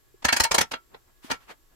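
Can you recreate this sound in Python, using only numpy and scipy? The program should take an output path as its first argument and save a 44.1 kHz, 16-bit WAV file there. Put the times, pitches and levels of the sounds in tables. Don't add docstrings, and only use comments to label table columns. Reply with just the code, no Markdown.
import sys
import numpy as np
from scipy import signal
from scipy.fft import rfft, irfft
from scipy.io import wavfile
from scipy.ndimage import map_coordinates

SR = 44100
rng = np.random.default_rng(int(sys.argv[2]) if len(sys.argv) > 2 else 0)


def put_to_file(sound):
    columns = np.atleast_2d(sound).T
    safe = np.clip(columns, -1, 1)
    whole_steps = np.round(safe * 32767)
    wavfile.write(sys.argv[1], SR, whole_steps.astype(np.int16))


N = 77175
TIME_S, FREQS_HZ = np.arange(N) / SR, np.fft.rfftfreq(N, 1 / SR)


def amp(db):
    return 10 ** (np.asarray(db) / 20)


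def unit(x):
    return x / np.sqrt(np.mean(x ** 2) + 1e-20)


def read(points, hz):
    freq_hz, value = np.transpose(points)
    return np.interp(np.log(hz + 1), np.log(freq_hz + 1), value)


def add(mix, start_s, sound):
    part = mix[:, round(start_s * SR):][:, :sound.shape[1]]
    part += sound[:, :part.shape[1]]


def swell(x, rise, fall):
    return np.exp(-.5 * (x / np.where(x < 0, rise, fall)) ** 2)


def pair(spectra, correlation):
    c = np.clip(correlation, -1, 1)
    return np.array([spectra[0], c * spectra[0] + np.sqrt(1 - c ** 2) * spectra[1]])


def noise(gain, correlation):
    white = rfft(rng.standard_normal((2, N)))
    return unit(irfft(pair(white, correlation) * gain, N))


def minimum_phase(db):
    log_gain = np.log(amp(np.concatenate([db, db[-2:0:-1]])))
    return np.exp(np.conj(signal.hilbert(log_gain)))[:len(db)]


def background(air_db=-62.5, correlation=0.14):
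    air_spectrum = [(12, -29), (20, 0), (146, -22.5), (193, -30), (367, -18), (574, -29.5), (1190, -28.5),
                    (2020, -31), (2200, -32.5), (7310, -33.5), (9400, -38), (13200, -30), (16000, -44)]
    machine_tones = [(120, -80, 5.5), (350, -86, 14), (1110, -78.5, 8), (1683, -80, 20), (7500, -78.5, 380),
                     (12100, -91.5, 60), (13300, -83.5, 700)]
    hum = sum(amp(db) * noise(swell(FREQS_HZ - hz, width_hz / 2, width_hz / 2), correlation)
              for hz, db, width_hz in machine_tones)
    return hum + amp(air_db) * noise(amp(read(air_spectrum, FREQS_HZ)), correlation)


def room(x, level_db=-10.5, delay_s=.007):
    decay = [(60, 0.14), (250, 0.084), (1000, 0.11), (4000, 0.082), (12000, 0.039)]  # freq_hz, t60_s
    shape = (2, 16384)
    reflections = rng.choice([-1., 1.], shape) * (rng.random(shape) < .1)
    hz, t, frames = signal.stft(reflections, SR, nperseg=256)
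    tail = signal.istft(frames * amp(-60 * t / read(decay, hz)[:, None]), SR, nperseg=256)[1]
    tail /= np.linalg.norm(tail, axis=1, keepdims=True)
    out = np.zeros((2, N))
    add(out, delay_s, signal.fftconvolve(x, tail, axes=1))
    return amp(level_db) * out


def gloves():
    brushes = [(0.944, -56.5, 0.023, 0.016, -3), (1.09, -64.5, 0.014, 0.015, -3),
               (1.25, -49.5, .014, 0.03, 5), (1.342, -43.5, 0.035, 0.0099, 0.5),
               (1.414, -59.5, 0.012, 0.037, 3), (1.512, -42, 0.018, 0.0093, 1),
               (1.725, -66, .012, 0.022, -5)]
    glove_spectrum = [(88, -63), (150, -6), (716, -3), (821, -2.5), (979, -1.5), (2650, -10), (4580, -18.5),
                      (14000, -35), (16000, -46)]
    out = np.zeros((2, N))
    for peak_s, db, rise_s, fall_s, tilt in brushes:
        colour = amp(read(glove_spectrum, FREQS_HZ) + tilt * np.log2(FREQS_HZ + 1))
        out += amp(db) * swell(TIME_S - peak_s, rise_s, fall_s) * noise(colour, correlation=0.058)
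    return out


def thuds(rise_s=0.0011):
    bumps = [(.144, -49.5, 396, 0.0053), (0.251, -28, 252, 0.0041), (0.404, -26, 66.3, 0.012),
             (0.602, -37, 62, .014), (.948, -42, 460.6, 0.0033), (1.247, -39, 273, 0.0036),
             (1.314, -30.5, 258, 0.008)]
    stereo_rad = np.array([[0], [np.pi / 2]])
    out = np.zeros((2, N))
    for peak_s, db, hz, fall_s in bumps:
        t = TIME_S - peak_s
        swing = np.sqrt(2) * np.sin(2 * np.pi * (hz * t + rng.random()) + stereo_rad)
        out += amp(db) * swell(t, rise_s, fall_s) * swing
    return out


def bench_response(hz, ripple_db=5.5, spacing_hz=140.8, full_ripple_hz=5000):
    bench_spectrum = [(25, -19), (45, -8), (65, -1), (95, -8), (160, -3.5), (235, -3.5), (350, -12),
                      (520, -6.5), (700, -7.5), (890, -1), (1150, -5.5), (1700, 0.5), (2600, -3),
                      (3500, -5), (4300, -7), (6600, -13.5), (9500, -20.5), (13500, -26.5), (15500, -28.5),
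                      (16500, -45)]
    ripple = map_coordinates(rng.standard_normal(len(hz)), [hz / spacing_hz], order=3)
    ripple *= np.minimum(hz / full_ripple_hz, 1)
    return minimum_phase(read(bench_spectrum, hz) + ripple_db * np.tanh(ripple))


def flurry(t, band_db, chatter_db):
    edges_hz = [30, 300, 1200, 5000, 17000]
    stereo_correlation = [(50, 0.7), (200, -.1), (1000, 0.01), (4000, 0), (12000, 0)]  # freq_hz, correlation
    rise_s, fall_s, chatter_t60_s = 0.0038, 0.0048, 0.12
    contacts_per_s, spread_db = 12000, 2
    hz, shape = np.fft.rfftfreq(len(t), 1 / SR), (2, len(t))
    hump = np.exp(-.5 * abs(t / np.where(t < 0, rise_s, fall_s)) ** 2.42)
    chatter = (t > 0) * amp(chatter_db - 60 * abs(t) / chatter_t60_s)
    force = np.maximum(hump, chatter)
    contacts = (rng.random(shape) < contacts_per_s / SR) * rng.choice([-1, 1], shape)
    strength = amp(spread_db * rng.standard_normal(shape))
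    spectrum = pair(rfft(contacts * strength * force), read(stereo_correlation, hz)) * bench_response(hz)
    out = np.zeros(shape)
    for low_hz, high_hz, db in zip(edges_hz, edges_hz[1:], band_db):
        band = 1 / (1 + (hz / high_hz) ** 8) - 1 / (1 + (hz / low_hz) ** 8)
        out += amp(db) * unit(irfft(spectrum * band))
    return out * np.sqrt(np.mean(force ** 2))


def ring(t, centre_hz, width_octaves, far_db=-13, rise_s=0.00056):
    rim_modes = [(507, -9, 0.033), (640, -6.5, .08), (900, 2.5, 0.061), (917, 1.5, 0.091),
                 (978, -0.5, 0.098), (1340, -0.5, 0.16), (1424, 0, 0.086), (1637, 2, .09), (1756, 2, 0.067),
                 (1860, 0.5, .1), (2227, 1, 0.14), (2293, -1, 0.097), (2705, -6, .07), (4161, 7.5, 0.062)]
    hz, db, t60_s = np.transpose(rim_modes)[:, :, None]
    nearness = swell(np.log2(hz / centre_hz), width_octaves, width_octaves)
    gain = amp(db + far_db * (1 - nearness))
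    stereo_rad = np.array([0, np.pi / 2])[:, None, None] * rng.choice([-1, 1], hz.shape)
    decay = amp(-60 * np.maximum(t, 0) / t60_s)
    modes = gain * decay * np.sin(2 * np.pi * (hz * t + rng.random(hz.shape)) + stereo_rad)
    onset = (1 + np.tanh(t / rise_s)) / 2
    return onset * modes.sum(1) / np.sqrt(np.sum(gain ** 2) / 2)


def rim_clacks():
    # peak_s, mid_db, bass_db, body_db, treble_db, ring_db, centre_hz, width_octaves, chatter_db
    clacks = [(0.228, -49.5, -10.5, 3.5, -7, -12, 1590, .3, -13),
              (0.2522, -21, -8.5, -1, -0.5, 0.5, 1760, 0.065, -17.5),
              (0.2892, -20, -28.5, -10, -10.5, 4, 2030, 1, -12.5),
              (0.3302, -18.5, -15.5, -3, -2.5, -1.5, 1670, 0.1, -14),
              (.369, -23, -29, -5, 0, -8, 931, 0.17, -15), (0.4049, -18.5, -14, -3, 1, -7, 873, 0.14, -14),
              (.441, -24, -28, -10.5, 4.5, -4.5, 1850, .1, -16.5),
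              (0.4501, -27.5, -23, -1.5, -5, 9.5, 860, 0.13, -18),
              (0.5176, -22, -12.5, -1.5, -0.5, -6.5, 890, .3, -18.5),
              (.5487, -22.5, -16.5, 5, 3, -6.5, 593, 0.22, -19.5),
              (0.5866, -18, -13.5, -0.5, -1.5, -5.5, 1650, 0.38, -27),
              (0.6143, -20, -12, -3, -1.5, -18, 1610, .5, -18.5),
              (.719, -32.5, -12.5, -2, -4, -15.5, 1307, 0.38, -15.5),
              (0.7399, -29.5, -16, -3, -17, -2, 1380, .14, -19.5),
              (.948, -47.5, -10, 2, -35, -9, 1336, .1, -17),
              (1.306, -32.5, -9, 2, -9.5, 2.5, 1010, 0.1, -17.5),
              (1.3163, -25.5, -12.5, -4.5, -5, 0.5, 1170, 0.96, -12)]
    contacts, rings = np.zeros((2, 2, N))
    t = np.arange(-1024, 9216) / SR
    for peak_s, mid_db, bass_db, body_db, treble_db, ring_db, centre_hz, octaves, chatter_db in clacks:
        start_s = peak_s + t[0]
        add(contacts, start_s, amp(mid_db) * flurry(t, [bass_db, body_db, 0, treble_db], chatter_db))
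        add(rings, start_s, amp(mid_db + ring_db) * ring(t, centre_hz, octaves))
    return contacts, rings


def scene(tonal_send_db=-6):
    contacts, rings = rim_clacks()
    sharp, tonal = contacts + gloves(), rings + thuds()
    return sharp + tonal + room(sharp + amp(tonal_send_db) * tonal) + background()


def record(dry, cutoff_hz=16300):
    taps = signal.firwin(511, cutoff_hz, window=("kaiser", 9), fs=SR)
    return signal.oaconvolve(dry, taps[None], "same", axes=1)


dry = scene()
out = record(dry)
put_to_file(out)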